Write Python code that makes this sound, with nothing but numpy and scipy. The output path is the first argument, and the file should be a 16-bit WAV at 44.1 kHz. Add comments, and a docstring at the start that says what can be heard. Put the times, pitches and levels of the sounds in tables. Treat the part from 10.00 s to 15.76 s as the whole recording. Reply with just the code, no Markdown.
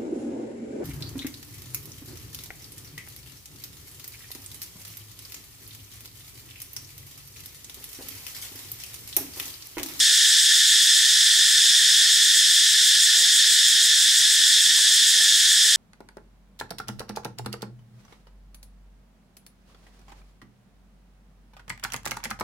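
"""A tropical forest floor, heard at two close microphone ports over a faint rumble, hum and hiss.
From start to end a dense cicada chorus sings: countless tymbal clicks ring in a ladder of body resonances.
A thin, evenly pulsing buzz goes on with it; from the first moment a nearer insect throbs in the treble,
in runs of about six to nine throbs a second. A small monkey knocks twigs and leaves early on, near 1.6 s
and 3.2 s, and more often after 4.2 s: short ringing tones with puffs of crackle, and a few longer rustles."""
import sys
import numpy as np
from scipy import signal
from scipy.fft import rfft, irfft
from scipy.io import wavfile

SR = 44100
rng = np.random.default_rng(int(sys.argv[2]) if len(sys.argv) > 2 else 0)


def unload_wav(signal):
    """Save mono or channel-first audio to the path in sys.argv[1] as 16-bit WAV at rate SR, clipped to [-1, 1]."""
    wavfile.write(
        sys.argv[1],
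        SR,
        np.round(np.clip(np.atleast_2d(signal).T, -1, 1) * 32767).astype(np.int16),
    )


N = 254016
TIME = np.arange(N) / SR
HZ = np.maximum(np.arange(N // 2 + 1) * SR / N, 1)  # frequency bins, kept above zero for the logarithm
CLICKS_PER_S = 30000  # clicks of the chorus crowd and of the thin singer

# twigs and leaves knocked: t/s, peak level before panning/dB, pitch f/Hz, ring until 60 dB down/cycles
KNOCKS = [(.12, -42, 400, 3.1), (.29, -50, 1000, 8), (1.646, -42, 950, 8), (1.65, -45, 380, 5),
          (3.223, -43, 480, 5), (3.242, -43, 780, 10), (4.225, -45, 1000, 7), (4.774, -41, 950, 11),
          (4.789, -35, 1060, 16), (5.166, -46, 525, 8), (5.207, -39, 700, 7), (5.299, -50, 458, 8.7),
          (5.659, -46, 496, 13)]


def from_db(db):
    """Turn decibels into a gain."""
    return 10 ** (np.asarray(db) / 20)


def rms_one(x):
    """Scale to an rms (average strength) of 1."""
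    return x / np.sqrt(np.mean(x ** 2) + 1e-20)


def over_hz(points, column=1):
    """Read a table column at every frequency bin, with straight lines on a log frequency axis."""
    points = np.array(points)
    return np.interp(np.log(HZ), np.log(points[:, 0]), points[:, column])


def colour(x, spectrum):
    """Filter a sound by a table of frequency in Hz and level in dB."""
    return irfft(rfft(x) * from_db(over_hz(spectrum)), N)


def resonate(x, hz, width_hz):
    """Ring like one body: a two-pole resonance whose gain at the top is 1."""
    r = np.exp(-np.pi * width_hz / SR)
    feed = np.array([1, 0, -1]) * (1 - r * r) / 2
    feedback = [1, -2 * r * np.cos(2 * np.pi * hz / SR), r * r]
    return signal.lfilter(feed, feedback, x)


def resonate_twice(x, hz, width_hz):
    """Two equal resonances in a row, so the flanks fall twice as fast in dB."""
    return resonate(resonate(x, hz, width_hz), hz, width_hz)


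def drift(rate_hz):
    """Wander slowly by chance with rms 1: coarse noise through two equal one-pole low-passes."""
    step = 40  # samples between coarse points
    r = np.exp(-2 * np.pi * rate_hz * step / SR)
    noise = rng.standard_normal(N // step + 2002)
    slow = signal.lfilter([1], [1, -2 * r, r * r], noise)[2000:]  # skip the filter's start
    return np.interp(np.arange(N) / step, np.arange(len(slow)), rms_one(slow))


def random_clicks(per_s):
    """Two unrelated crowds of clicks at chance times and of uneven size, with rms 1."""
    size = rng.standard_normal((2, N))
    happens = rng.random((2, N)) < per_s / SR
    return rms_one(size * happens)


def bumps(rows):
    """Level curve of smooth swells (time s, spread s, level dB), added in power."""
    power = sum(from_db(2 * db) * np.exp(-((TIME - s) / spread) ** 2) for s, spread, db in rows)
    return np.sqrt(power)


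def forest_floor(patchy_db):
    """Coloured noise makes rumble and hiss that come and go; resonated noise makes a wavering low hum."""
    # balance of rumble and hiss: f/Hz, relative level/dB
    floor_spectrum = [(15, -39), (25, -6), (98, -3), (174, -3), (207, -3.5), (232, -2.5), (314, -3.5),
                      (346, -7), (484, -4), (606, -5.5), (1150, -6), (1500, -35), (2530, -120)]
    floor_db = -57.5  # before the patchy wandering
    hum_hz, hum_width_hz, hum_db = 103.6, 8.6, -69.5
    noise = rms_one(colour(rng.standard_normal((2, N)), floor_spectrum))
    wander_db = patchy_db * (drift(7) + drift(0.42))
    hum = rms_one(resonate(rng.standard_normal((2, N)), hum_hz, hum_width_hz))
    return from_db(floor_db + wander_db) * noise + from_db(hum_db) * hum


def rustles():
    """Leaf crackle is chance clicks in broad resonances, in short swells and in a puff at every knock."""
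    # leaves brushed: t/s, spread/s, level/dB, pitch f/Hz
    brushes = [(.05, .04, -54, 149), (3.15, .04, -54.5, 650), (3.22, 0.078, -55.5, 500),
               (4.90, 0.025, -49, 700), (5.22, 0.077, -57, 600)]
    relative_width = 1.5  # resonance width as a share of the pitch
    puff_spread_s, puff_db, puff_hz = .012, -19, 450  # puff level is relative to its knock
    crackle = random_clicks(600)

    def leaves(hz):
        """Ring the crackle at one pitch."""
        return rms_one(resonate_twice(crackle, hz, relative_width * hz))

    # every knock shakes a short puff of crackle loose
    puff_level = bumps([(s, puff_spread_s, db + puff_db) for s, db, *_ in KNOCKS])
    puffs = puff_level * leaves(puff_hz)
    return puffs + sum(bumps([(s, spread, db)]) * leaves(hz) for s, spread, db, hz in brushes)


def knocks():
    """Each knock is a soft contact, a tone that rises gently and rings for a few cycles."""
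    rise_cycles = 1.1  # time constant of the soft start
    pan_db = -1.5  # left compared with right
    out, t = np.zeros(N), TIME[:2000]
    for s, db, hz, cycles in KNOCKS:
        onset = 1 - np.exp(-t * hz / rise_cycles)
        decay = from_db(-60 * t * hz / cycles)
        ring = onset * np.sin(2 * np.pi * hz * t) * decay
        at = round(s * SR)
        out[at:at + len(t)] += ring / np.abs(ring).max() * from_db(db)
    return out * from_db([[pan_db / 2], [-pan_db / 2]])


def thin_singer():
    """Clicks in one narrow resonance make a whistle-like buzz with an even pulse."""
    hz, width_hz, level_db = 8030, 320, -33  # level before the pulse
    pulses_per_s, first_crest_s, depth = 8.8, 0.091, 0.43
    buzz = rms_one(resonate_twice(random_clicks(CLICKS_PER_S), hz, width_hz))
    pulse = 1 + depth * np.cos(2 * np.pi * pulses_per_s * (TIME - first_crest_s))
    return from_db(level_db) * pulse * buzz


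def throb_envelope():
    """Level curve of the near insect: runs of smooth swells, each crest a little uneven by chance."""
    # even runs of throbs: first crest t/s, number of throbs, time between crests/s,
    # level of the first before unevenness/dB, level change per throb/dB
    runs = [(.012, 6, .138, -26.5, .3), (.84, 7, .132, -27.5, -.1), (1.8, 2, .168, -31, 3),
            (2.147, 2, .108, -25.5, 1), (2.37, 3, .169, -22.5, -3), (2.872, 9, .1635, -22.8, 0),
            (4.333, 6, .152, -24.5, .1), (5.235, 4, .142, -25, -.3)]
    spread_s, uneven_db = .028, .6
    crests = []
    for s, count, gap, db, step_db in runs:
        crests += [(s + k * gap, db + k * step_db) for k in range(count)]
    own_db = rng.normal(0, uneven_db, len(crests))
    return bumps([(s, spread_s, db + extra_db) for (s, db), extra_db in zip(crests, own_db)])


def throbber(throb):
    """A treble buzz of coloured clicks that swells and fades with each pump of the abdomen."""
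    # colour of the buzz, a band and its octave: f/Hz, relative level/dB
    throb_colour = [(4500, -80), (6000, -30), (6500, -7), (6900, -3), (7500, -3), (8050, -5), (8700, -3),
                    (9700, -19), (10500, -15.5), (11300, -20), (12000, -16), (13000, -19.5), (14000, -20),
                    (16000, -22.5)]
    return throb * rms_one(colour(random_clicks(12000), throb_colour))


def chorus(throb, flutter_db):
    """Each body resonance is rung by its own crowd of tymbal clicks and flutters on its own."""
    # body resonances: f/Hz, width of each of two passes/Hz, relative level/dB,
    # voice (0 low, 1 middle, 2 upper)
    modes = [(1543, 344, -17, 0), (1772.5, 212, -6, 0), (1957, 500, -18, 0), (3300, 470, -7, 1),
             (3488, 483, -1.5, 1), (3815, 440, -8, 1), (4330, 440, -10, 1), (5138, 540, -5, 1),
             (5634, 550, -11.5, 1), (6110, 370, -15, 2), (6790, 430, -11, 2)]
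    # broad rasp between and above the resonances: f/Hz, relative level/dB
    rasp = [(1200, -48), (2400, -24), (3000, -19.5), (4600, -14.5), (6200, -14.5), (7600, -12.5),
            (8600, -14.5), (10000, -19), (11600, -23), (12600, -30.5), (13150, -25.5), (14000, -35),
            (16000, -32)]
    # swell of the chorus: t/s, change of the low voice/dB, of the middle/dB, of the upper/dB
    swell = [(0, 0.4, -.2, 0.38), (1.8, 0.6, .2, 0.08), (3.4, -0.06, 0.17, -.4), (5.76, -0.3, -0.84, 0.65)]
    chorus_db, radiates_above_hz = -16.5, 1327
    s, *voices_db = np.transpose(swell)
    low_db, middle_db, upper_db = [np.interp(TIME, s, db) for db in voices_db]
    # the low and middle voices thin out at the crest of a strong throb, by at most 1.5 dB
    dip_db = -1.5 * throb / throb.max()
    swell_db = (low_db + dip_db, middle_db + dip_db, upper_db)
    song = from_db(upper_db) * colour(random_clicks(CLICKS_PER_S), rasp)
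    for hz, width_hz, db, voice in modes:
        # tymbal and air sac are tuned alike, hence two equal resonances
        rung = resonate_twice(random_clicks(CLICKS_PER_S), hz, width_hz)
        level_db = db + swell_db[round(voice)] + flutter_db * drift(14.0)
        song = song + from_db(level_db) * rung
    # small bodies radiate almost nothing below their lowest resonance
    high_pass = signal.butter(6, radiates_above_hz, "high", fs=SR, output="sos")
    return from_db(chorus_db) * rms_one(signal.sosfilt(high_pass, song))


def ports(field):
    """Left and right share one sound field, shifted in phase, and differ by a second, unrelated one."""
    # the two ports: f/Hz, likeness (0-1), phase by which left leads/radians, left minus right level/dB
    port_table = [(40, .992, 0, 0), (100, 1, 0, -.3), (200, 0.82, -0.42, -0.5), (350, 0, 0.13, -1),
                  (750, 0.2, -0.69, -.5), (1200, 1, -0.65, -0.5), (1800, 0.86, -0.18, 0),
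                  (3980, 0.86, -0.33, -0.3), (6500, .89, 0.093, -0.3), (9400, 1, 0.3, -.5),
                  (11050, 0.5, 0.58, 0), (12400, 0.5, 1.2, 4), (13500, .55, 1.3, 0), (14900, .7, .2, 4),
                  (15400, .97, 0, -3)]
    shared, own = rfft(field)
    alike = np.clip(over_hz(port_table), 0, 1)
    lead = over_hz(port_table, column=2)
    balance_db = over_hz(port_table, column=3)
    sides = np.array([[1], [-1]])  # left, right
    mixed = np.sqrt((1 + alike) / 2) * shared + sides * np.sqrt((1 - alike) / 2) * own
    shift = np.exp(.5j * sides * lead)
    return irfft(mixed * shift * from_db(sides * balance_db / 2), N)


def scene():
    """Insects, floor and leaves go through the ports; the knocks are added in front."""
    throb = throb_envelope()
    insects = chorus(throb, flutter_db=.5) + throbber(throb) + thin_singer()
    return ports(insects + forest_floor(patchy_db=0.6) + rustles()) + knocks()


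def record(dry):
    """Roll off the deep bass gently and cut the top steeply."""
    bass_cut_hz, top_cut_hz = 25, 15710
    high_pass = signal.butter(2, bass_cut_hz, "high", fs=SR, output="sos")
    low_pass = signal.ellip(12, .3, 70, top_cut_hz, fs=SR, output="sos")  # .3 dB ripple, 70 dB stop
    return signal.sosfilt(low_pass, signal.sosfilt(high_pass, dry))


dry = scene()
out = record(dry)
unload_wav(out)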